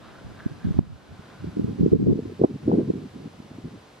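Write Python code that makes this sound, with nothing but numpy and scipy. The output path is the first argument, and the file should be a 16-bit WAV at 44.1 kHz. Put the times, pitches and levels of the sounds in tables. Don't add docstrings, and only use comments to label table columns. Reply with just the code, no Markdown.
import sys
import numpy as np
from scipy import signal
from scipy.fft import rfft, irfft
from scipy.io import wavfile
from scipy.ndimage import uniform_filter1d

SR = 44100
rng = np.random.default_rng(int(sys.argv[2]) if len(sys.argv) > 2 else 0)


def master(y):
    cut = np.clip(np.atleast_2d(y).T, -1, 1)
    pcm = np.round(cut * 32767)
    wavfile.write(sys.argv[1], SR, pcm.astype(np.int16))


N = 176400
TIME = np.arange(N) / SR


def amp(db):
    return 10 ** (np.asarray(db) / 20)


def unit_rms(x):
    return x / np.sqrt(np.mean(x ** 2) + 1e-20)


def at_hz(points, hz):
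    f, value = np.transpose(points)
    return np.interp(np.log(hz + 1), np.log(f + 1), value)


def over_time(points):
    return np.interp(TIME, *np.transpose(points))


def add(mix, start_s, sound):
    part = mix[:, max(round(start_s * SR), 0):][:, :sound.shape[1]]
    part += sound[:, :part.shape[1]]


def wander(rate_hz, size=N):
    hz = np.fft.rfftfreq(size, 1 / SR)
    return unit_rms(irfft(rfft(rng.standard_normal(size)) * np.exp(-(hz / rate_hz) ** 2), size))


def stereo_noise(spectrum, alike, lag_s=0, speed=1, size=N):
    hz = np.fft.rfftfreq(size, 1 / SR)
    shared, separate = rfft(rng.standard_normal((2, size)))
    likeness = alike if np.isscalar(alike) else at_hz(alike, hz)
    left = shared * np.exp(-2j * np.pi * hz * lag_s)
    right = likeness * shared + np.sqrt(1 - likeness ** 2) * separate
    return unit_rms(irfft(np.array([left, right]) * amp(at_hz(spectrum, hz / speed)), size))


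def crossing(lag_ms, loss_db_per_ms=0.8):
    return amp(loss_db_per_ms * lag_ms * np.array([[-.5], [.5]]))


def swing(db, hz, half_ms, lag_ms):
    ms = np.arange(-50, 50, 1000 / SR) - np.array([[lag_ms], [-lag_ms]]) / 2
    return crossing(lag_ms) * amp(db) * np.sin(2 * np.pi * hz * ms / 1000) / np.cosh(ms / half_ms)


# f/Hz, relative level/dB
TRAFFIC_TONE = [(20, -53), (55, -3.5), (120, 2), (250, -1.5), (480, -2.5), (750, -5), (960, -11.5),
                (1030, -5.5), (1100, -13.5), (1500, -18.5), (2200, -29.5), (5000, -63.5)]
# t/s, level/dB
TRAFFIC_LEVEL = [(0, -48.5), (.6, -50.5), (1.3, -49.5), (2.2, -52), (3.0, -52), (3.6, -50), (4, -52)]
def traffic():
    return amp(over_time(TRAFFIC_LEVEL)) * stereo_noise(TRAFFIC_TONE, alike=0.41)


# f/Hz, relative level/dB
LEAF_TONE = [(300, -11.5), (1000, 5), (1900, 1.5), (3900, -1.5), (5000, -4.5), (6500, -9), (11000, -16),
             (13000, -16.5), (14500, -27)]
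# t/s, level/dB
LEAF_LEVEL = [(0, -57), (.4, -56), (1.8, -56), (2.9, -56), (4, -56.8)]
# f/Hz, likeness (0 to 1)
LEAF_LIKENESS = [(500, 0.37), (2200, 0.2), (3500, 0.53), (5000, 0.79), (6500, .38), (9000, .3),
                 (12000, 0.62), (14000, .85)]
def leaves():
    return amp(over_time(LEAF_LEVEL)) * stereo_noise(LEAF_TONE, LEAF_LIKENESS, lag_s=30.3e-6)


# t/s, level/dB, f/Hz
MOTOR_WHINE = [(0, -72, 1567), (.2, -56, 1493), (.28, -71, 1548), (.42, -54.5, 1601), (.57, -65, 1600),
               (.66, -54.5, 1615), (0.799, -97, 1555), (.97, -63.5, 1485), (1.5, -61.5, 1480),
               (1.75, -80, 1496)]
def lens_motor(width_hz=135):
    times, db, hz = np.transpose(MOTOR_WHINE)
    phase = 2 * np.pi * np.cumsum(np.interp(TIME, times, hz)) / SR
    whine = wander(width_hz) * np.cos(phase) + wander(width_hz) * np.sin(phase)
    return amp(np.interp(TIME, times, db)) * whine


# f/Hz, relative level/dB
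RUB_TONE = [(200, -12), (700, -13), (1150, -0.5), (1400, -1.5), (1800, -7), (2100, -12.5), (4000, -15.5),
            (8000, -61)]
# t/s, level/dB
RUB_LEVEL = [(0, -61.5), (.06, -50.5), (.26, -62.5), (.41, -54), (.57, -62), (.66, -56.5), (.76, -61.5),
             (1.1, -60), (1.4, -56), (1.75, -68), (4, -64.5)]
# t/s, level/dB
BODY_TICKS = [(0.4002, -38), (0.4054, -32.5)]
def handling(grain_db=2.5):
    rub = stereo_noise(RUB_TONE, alike=0.95) * amp(grain_db * wander(rate_hz=60))
    out = amp(over_time(RUB_LEVEL)) * unit_rms(rub)
    for centre_s, db in BODY_TICKS:
        add(out, centre_s - .05, swing(db, hz=1590, half_ms=0.41, lag_ms=0))
    return out


# f/Hz, relative level/dB
EDDY_TONE = [(18, -53.5), (35, -26.5), (70, -15), (130, 3.5), (290, 1.5), (420, -4.5), (540, -12.5),
             (780, -28), (2000, -46), (4000, -87)]
# f/Hz, likeness (0 to 1)
EDDY_LIKENESS = [(50, 0.76), (150, 0.78), (300, 0.69), (600, 0.51)]
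def turbulence(speed, lag_ms, size, steadying=0.59, lump_db=4):
    pressure = crossing(lag_ms) * stereo_noise(EDDY_TONE, EDDY_LIKENESS, lag_ms / 1000, speed, size)
    power = (pressure ** 2).mean(0)
    power = uniform_filter1d(uniform_filter1d(power, size=600), size=600)
    steadied = pressure / (abs(power) + 1e-9) ** (steadying / 2)
    lumps = amp(lump_db * np.tanh(wander(rate_hz=68.5, size=size)))
    return unit_rms(steadied * lumps)


# t/s, level/dB
BREEZE_LEVEL = [(0, -59), (.4, -49.5), (.7, -47), (1.0, -57.5), (1.2, -50), (1.33, -55), (1.56, -41.5),
                (2.1, -32.5), (2.28, -43), (2.6, -46), (2.67, -30), (3.05, -53), (3.33, -50.5), (3.55, -46),
                (3.75, -56.5), (4, -70)]
# t/s, length/s, level/dB, speed factor, left delay/ms
WIND_GUSTS = [(0.245, 0.076, -43, 0.53, 2.3), (0.506, 0.021, -37, 0.68, 1.4), (.645, 0.076, -29, 0.7, 2),
              (0.74, 0.099, -32, 0.58, 3), (0.83, 0.13, -39.5, 0.54, 3), (1.087, .05, -43.5, 0.51, 1.5),
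              (1.398, 0.1, -36, 0.59, 1.5), (1.468, 0.019, -29.5, 0.92, 1), (1.565, 0.15, -30, 0.96, 1.0),
              (1.701, 0.05, -37.5, 0.86, 0.6), (1.785, 0.096, -23.5, 0.89, 1.46),
              (1.916, 0.049, -18, 1, 1.63), (1.985, 0.065, -22, 0.85, -1.4),
              (2.058, 0.072, -16.5, 1.005, -1.77), (2.146, 0.052, -27.5, 1.06, 0.5),
              (2.213, 0.072, -38, 0.86, 0.6), (2.39, 0.039, -27, 1.3, 0), (2.438, 0.017, -20.5, 2.2, 0.5),
              (2.474, 0.091, -33, 0.89, 0.2), (2.676, 0.077, -21.5, 1.5, 0.3),
              (2.721, 0.096, -22.5, 1.32, -0.03), (2.823, 0.095, -30.5, 1, 0.2),
              (2.941, 0.13, -36.5, 0.94, 0.1), (3.138, 0.14, -40, 0.92, 0.54),
              (3.638, 0.043, -34.5, 0.81, 0.33), (3.706, 0.07, -42.5, 0.86, -0.05)]
# t/s, level/dB, f/Hz, half length/ms, left delay/ms
HARD_EDDIES = [(0.465, -14.5, 201, 1.74, 2.72), (0.653, -17.5, 186, 3.2, 3.5), (.672, -14, 168, 1.1, 1),
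               (0.71, -16.5, 175, 2.6, 2.5), (0.7912, -8.5, 752, 0.48, 0.24),
               (0.7914, 0, 185.6, 1.12, 2.23), (.811, -19.5, 172, 2.8, 4.5), (1.196, -27.5, 166, 1.4, 1.4),
               (1.445, -19, 285, 1.1, 0.9), (1.571, -13.5, 300, 1.0, 1), (1.597, -11.5, 283, 1.34, 1.6),
               (1.646, -12.5, 201, 1.1, 2), (1.810, -8.5, 195, 1.66, 1.5), (1.833, -10, 231, 1.2, 2),
               (1.863, -4.5, 333, 0.85, 0.6), (1.931, -9, 155, 2.5, 0.5), (1.935, -2.5, 383, 2.13, 1.6),
               (2.028, -11, 288, 1.5, -1), (2.071, -17.5, 540, 1.4, -0.2), (2.192, -14.5, 350, 0.84, 0.2),
               (2.258, -23, 295, 2.1, 0.8), (2.3, -29.5, 405, 1.6, 2), (2.324, -28, 351, 1.6, 2.4),
               (2.4171, -2.5, 374, 0.65, 0.45), (2.439, 2.5, 470, 0.39, 0.4),
               (2.4416, -4.5, 617, 2.45, 0.4), (2.447, -1.5, 293, 1.5, 0.55), (2.682, -8, 284, 1.87, 0.42),
               (2.717, -7, 764, 0.6, 0.4), (2.740, -9.5, 415, 1.2, 0.7), (2.786, -13, 306, 3.4, 0.3),
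               (2.881, -22, 240, 1.1, 0.6), (2.89, -17, 235, 0.85, 2.2), (2.904, -7, 361, 1.2, 1.26),
               (2.939, -21.5, 277, 1.3, 0.5), (2.958, -20, 243, 1.4, 0.5), (3.26, -28, 242, 2.3, 0.5),
               (3.403, -27.5, 222, 1.45, 0.63), (3.517, -28.5, 225, 1.14, -0.1),
               (3.587, -28.5, 267.6, 1.9, 0)]
def wind(rise_s=0.0056, fall_s=0.0056):
    out = amp(over_time(BREEZE_LEVEL)) * turbulence(speed=0.76, lag_ms=0.47, size=N)
    t = np.arange(2 ** 14) / SR
    for start_s, length_s, db, speed, lag_ms in WIND_GUSTS:
        rise = np.sin(np.pi / 2 * np.minimum(t / rise_s, 1))
        shape = rise * np.exp(-np.maximum(t - length_s, 0) / fall_s)
        gust = shape * turbulence(speed, lag_ms, size=len(t))
        add(out, start_s, amp(db) * unit_rms(gust) * np.sqrt(np.mean(shape ** 2)))
    for centre_s, *eddy in HARD_EDDIES:
        add(out, centre_s - .05, swing(*eddy))
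    return out


# f/Hz, gain/dB
OPENING_GAIN = [(450, 1), (560, -8), (720, -10), (2500, -8.5)]
def openings(air, widen_db=3):
    hz = np.fft.rfftfreq(N, 1 / SR)
    dulled = irfft(rfft(air) * amp(at_hz(OPENING_GAIN, hz)), N)
    mid = dulled.mean(0)
    return mid + amp(widen_db) * (dulled - mid)


# t/s, share (0 to 1)
BASS_CENTRING = [(1.14, 0), (1.19, 0.86), (1.55, 0.7), (1.8, 0.34), (2.14, 0.3), (2.18, 0.98)]
def narrow_bass(x, below_hz=274, slope=2.1):
    mid, side = x.mean(0), (x[0] - x[1]) / 2
    hz = np.fft.rfftfreq(N, 1 / SR)
    side_bass = irfft(rfft(side) / (1 + (hz / below_hz) ** slope), N)
    side = side - over_time(BASS_CENTRING) * side_bass
    return np.array([mid + side, mid - side])


def scene():
    return narrow_bass(openings(wind()) + leaves() + traffic() + handling() + lens_motor())


def record(dry, limit_db=-4, attack_s=0.0069, recover_db_per_s=12.5, top_hz=14600):
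    peak_db = 20 * np.log10(abs(dry).max(0) + 1e-9)
    over_db = np.maximum(peak_db - limit_db, 0)
    recovery_db = TIME * recover_db_per_s
    dip_db = np.maximum.accumulate(over_db + recovery_db) - recovery_db
    span = int(attack_s * SR) + 1
    dip_db = uniform_filter1d(uniform_filter1d(dip_db, span), span)
    low_pass = signal.firwin(255, top_hz, window=("kaiser", 9), fs=SR)
    return signal.oaconvolve(dry * amp(-dip_db), low_pass[None], "same", axes=1)


dry = scene()
out = record(dry)
master(out)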